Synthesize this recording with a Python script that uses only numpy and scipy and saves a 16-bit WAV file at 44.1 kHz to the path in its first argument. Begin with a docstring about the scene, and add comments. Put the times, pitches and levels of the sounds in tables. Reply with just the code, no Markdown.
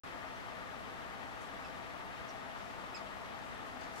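"""Water rushes steadily off to the left of a quiet river bank, over a low rumble and a faint hiss.
Short high squeaks, each a shaky tone with a rasp, come from the right and echo briefly off the banks.
Across the river an otter swims to the shore and climbs out with a few soft sloshes and splashes.
The rush and sloshes are filtered noise; the splashes are sprays of tiny clicks with a few ringing drops."""
import sys
import numpy as np
from scipy import signal
from scipy.fft import rfft, irfft
from scipy.io import wavfile

SR = 44100
rng = np.random.default_rng(int(sys.argv[2]) if len(sys.argv) > 2 else 0)


def waveform_to_disk(signal):
    """Save audio, clipped to [-1, 1], as 16-bit WAV at the path in sys.argv[1]."""
    frames = np.transpose(np.atleast_2d(signal))
    scaled = np.clip(frames, -1, 1) * 32767
    samples = np.round(scaled).astype(np.int16)
    wavfile.write(sys.argv[1], SR, samples)


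N = 176400
T = np.arange(N) / SR
HZ = np.maximum(np.arange(N // 2 + 1) * SR / N, 1)   # the frequencies of a spectrum


def from_db(db):
    """Turn decibels into a gain to multiply by."""
    return 10 ** (np.asarray(db) / 20)


def unit_power(x):
    """Scale a sound to an average power of 1."""
    return x / np.sqrt(np.mean(x ** 2) + 1e-20)


def curves(rows):
    """Join the points of a table into curves over frequency, one for each column after the first."""
    hz, *columns = np.transpose(rows)
    return [np.interp(np.log(HZ), np.log(hz), column) for column in columns]


def pan(db):
    """Gains for the two ears: positive decibels lean left, negative lean right."""
    gains = from_db(np.array([[.5], [-.5]]) * db)
    return gains / np.sqrt(np.mean(gains ** 2, axis=0))


def drift(per_s):
    """A random wander of typical size 1; a higher rate makes it quicker."""
    return unit_power(irfft(rfft(rng.standard_normal(N)) / (1 + (HZ / per_s) ** 2), N))


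def noise_pair(likeness):
    """Spectra of white noise for two ears: likeness 1 is alike, 0 unrelated, -1 opposite."""
    shared, opposed = rfft(rng.standard_normal((2, N)))
    alike = np.clip(likeness, -.99, .99)
    return np.sqrt(1 + alike) * shared + np.sqrt(1 - alike) * opposed * np.array([[1], [-1]])


def band(x, hz, octaves):
    """Keep a bell-shaped band of frequencies around hz, at a power of 1."""
    return unit_power(irfft(rfft(x) * np.exp(-.5 * (np.log2(HZ / hz) / octaves) ** 2), N))


def river():
    """Rushing water with a hollow ring, earlier and louder on the left; each octave flickers on its own."""
    # tone of the rush: (frequency [Hz], relative level [dB])
    tone = [(120, -21), (200, -2), (280, -9.5), (400, -4.5), (550, -5), (900, -2), (1300, -0.5),
            (1530, -3.5), (1800, -2), (2200, -7), (3300, -13), (4500, -20), (7000, -29.5), (15000, -52)]
    # hollow resonances: (frequency [Hz], width [Hz], boost [dB])
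    hollows = [(269.3, 42, 8.5), (491, 26, 1.5), (633.5, 44, 5.5), (685, 71, 5), (800, 29, 5.5),
               (896, 18, 4.5), (1010, 38, 0.5), (1203, 61, 4.5)]
    # the rush at the two ears: (frequency [Hz], left minus right [dB], likeness [0-1])
    stereo = [(243, 7, 0.46), (454, 1, 0.46), (670, 13.5, 0.73), (930, 4.5, 0.54), (1110, 6, 0.6),
              (2100, 4, 0.37), (3730, 8.5, 0.47), (5500, 5.5, 0), (9000, 3.5, 0.54)]
    # echoes off nearby surfaces, for each ear: (delay [s], gain [ratio])
    left_echoes = [(.0051, -.09), (.00716, -.06)]
    right_echoes = [(.00496, -.1), (.00735, .08), (.01308, -.14)]
    right_lag_s, echo_dull_hz, flicker_db = .00023, 2900, .78
    balance_db, likeness = curves(stereo)
    hollow_db = sum(db / (1 + (2 * (HZ - hz) / width) ** 2) for hz, width, db in hollows)
    rush = noise_pair(likeness) * from_db(curves(tone)[0] + hollow_db) * pan(balance_db)
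    rush[1] *= np.exp(-2j * np.pi * HZ * right_lag_s)
    for ear, echoes in enumerate((left_echoes, right_echoes)):
        ripple = sum(gain * np.exp(-2j * np.pi * HZ * delay) for delay, gain in echoes)
        rush[ear] *= 1 + ripple * np.exp(-(HZ / echo_dull_hz) ** 2 / 2)
    octave = np.clip(np.log2(HZ / 200), 0, 6)
    out = np.zeros((2, N))
    for k in range(7):
        one_octave = irfft(rush * np.maximum(1 - abs(octave - k), 0), N)
        out += one_octave * from_db(flicker_db * drift(per_s=27))
    return from_db(-46) * unit_power(out)


def background():
    """A wide, low rumble and a smooth hiss, both shaped noise, with a trace of hum."""
    # tone of each noise: (frequency [Hz], relative level [dB])
    rumble_tone = [(15, -22), (30, -7.5), (48, -5), (60, -2.5), (80, -6), (120, -4.5), (150, -6.5),
                   (220, -7.5), (400, -13), (900, -12.5)]
    hiss_tone = [(1000, -6), (5000, -6), (8000, -10.5), (12000, -14), (16000, -19.5)]
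    # steady hum: (frequency [Hz], level [dB])
    hum_tones = [(60, -76.5), (120, -74)]
    lows_only = HZ < rumble_tone[-1][0]
    rumble = irfft(noise_pair(likeness=-.72) * from_db(curves(rumble_tone)[0]) * lows_only, N)
    hiss = irfft(noise_pair(likeness=0) * from_db(curves(hiss_tone)[0]), N)
    hum = sum(from_db(db) * np.sin(2 * np.pi * (hz * T + rng.random())) for hz, db in hum_tones)
    return from_db(-52) * unit_power(rumble) + from_db(-64) * unit_power(hiss) + np.sqrt(2) * hum


def squeaks():
    """Shaky calls of three harmonics through a fixed resonance, each ending in a raspy fall of pitch."""
    # calls: (start [s], rise [s], time until the pitch falls [s], pitch [Hz], base level [dB],
    # roughness [0-1], boost of the lowest harmonic [dB])
    calls = [(0.34, .02, .03, 2900, -56, .5, 0), (1.637, .012, .024, 2600, -51, .3, 7),
             (2.274, .024, .025, 2975, -48, .4, 0), (2.943, .005, .021, 2495, -38.5, .11, 1)]
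    # the resonance that colours the harmonics: (frequency [Hz], gain [dB])
    resonance = [(2000, -1), (2500, -12.5), (2650, -3.5), (3000, -12), (4000, -5), (5000, -6),
                 (5300, -10.5), (6000, -6.5), (7500, -17), (8000, -31)]
    settle_s, drop_s, fade_s, release_s = .004, .009, .034, .011
    shake_per_s, shake_db, rasp_db = 300, 5, -9
    out, colour_db = np.zeros(N), curves(resonance)[0]
    for start, rise, hold, hz, db, rough, boost_db in calls:
        t = np.clip(T - start, 0, 1)
        falling_s = np.maximum(t - hold, 0)
        fall = np.tanh(falling_s / drop_s)
        pitch = hz * (1 + .1 * np.exp(-t / settle_s) - .2 * fall)   # starts high, holds, then drops
        rasp = rough + .65 * fall
        shaky_pitch = pitch * (1 + .06 * rasp * drift(shake_per_s))
        phase = 2 * np.pi * np.cumsum(shaky_pitch) / SR
        envelope = np.minimum(t / rise, 1)
        envelope *= np.exp(-np.maximum(t - rise, 0) / fade_s - falling_s / release_s)
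        envelope *= from_db(shake_db * rough * drift(shake_per_s))
        hoarse_noise = band(rng.standard_normal(N), hz=4960, octaves=.54)
        out += from_db(db + rasp_db) * envelope * rasp * hoarse_noise
        for k in (1, 2, 3):
            harmonic_db = db + boost_db * (k == 1) + np.interp(k * pitch, HZ, colour_db)
            out += from_db(harmonic_db) * envelope * np.sin(k * phase)
    return out * pan(db=-9)


def bank_echoes(x):
    """A scatter of quickly dying echoes from the banks and trees."""
    delay_s, die_away_s = .0067, .15
    t = T[:SR // 2]
    tail = rng.standard_normal((2, len(t))) * from_db(-60 * t / die_away_s) * (t > delay_s)
    tail /= np.sqrt(np.sum(tail ** 2, axis=1, keepdims=True))
    return from_db(-3.5) * signal.fftconvolve(x.mean(axis=0, keepdims=True), tail, axes=1)[:, :N]


def sloshes():
    """Water pushed aside makes soft, hollow swells of noise."""
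    # swells: (peak time [s], half length [s], level [dB], centre frequency [Hz])
    swells = [(1.243, .04, -59, 243), (3.223, 0.029, -49, 1020), (3.31, 0.031, -53, 262),
              (3.757, 0.019, -51.5, 252), (3.778, 0.066, -55.5, 756)]
    out = np.zeros(N)
    for peak, half_length, db, hz in swells:
        envelope = np.exp(-((T - peak) / half_length) ** 2)
        out += from_db(db) * envelope * band(rng.standard_normal(N), hz, octaves=.22)
    return out * pan(db=10)


def splashes():
    """Each splash is a spray of tiny drop clicks that swells and dies away."""
    # sprays: (start [s], rise [s], decay [s], level [dB], centre frequency [Hz], width [octaves])
    sprays = [(1.401, 0.015, 0.042, -62.5, 6660, 0.46), (2.5, 0.088, 0.17, -66, 4800, .55),
              (3.42, .04, .09, -71, 7400, .45), (3.655, .015, .02, -66, 7000, .55),
              (3.808, 0.0018, 0.053, -57, 4380, 0.57), (3.9, 0.21, 0.064, -50.5, 5100, 0.76)]
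    drops_per_s, size_spread_db, clump_db = 4600, 19, .5
    out = np.zeros((2, N))
    for start, rise, decay, db, hz, width in sprays:
        signs = rng.choice([-1, 1], (2, N))
        sizes = from_db(size_spread_db * rng.uniform(-1, 1, (2, N)))
        lands = rng.random((2, N)) < drops_per_s / SR
        spray = band(signs * sizes * lands, hz, width)
        envelope = np.clip((T - start) / rise, 0, 1) * np.exp(-np.maximum(T - start - rise, 0) / decay)
        out += from_db(db + clump_db * drift(per_s=120)) * envelope * spray   # drops fall in clumps
    return out * pan(db=2)


def plinks():
    """Larger drops and slaps of water, each ringing for a moment."""
    # drops and slaps: (start [s], level [dB], pitch [Hz], decay [s], left minus right [dB])
    drops = [(1.407, -56, 7300, .0008, 0), (1.687, -47, 5500, .0002, -3), (2.8406, -26, 1000, .0004, 21),
             (3.545, -59, 8000, .003, 0), (3.81, -50, 8250, .0004, 0), (3.818, -49, 4300, .0012, 0)]
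    out = np.zeros((2, N))
    for start, db, hz, decay, pan_db in drops:
        t = np.maximum(T - start, 0)
        out += from_db(db) * np.exp(-t / decay) * np.sin(2 * np.pi * hz * t) * pan(pan_db)
    return out


def scene():
    """Squeaks, splashes and their echoes over the river."""
    animal = squeaks() + splashes() + plinks()
    return river() + background() + sloshes() + animal + bank_echoes(animal)


def record(dry):
    """The sound starts abruptly after an instant of silence; the highest treble is cut steeply."""
    start_s, cutoff_hz = .035, 15750
    return irfft(rfft(dry * (T > start_s)) / np.sqrt(1 + (HZ / cutoff_hz) ** 400), N)


dry = scene()
out = record(dry)
waveform_to_disk(out)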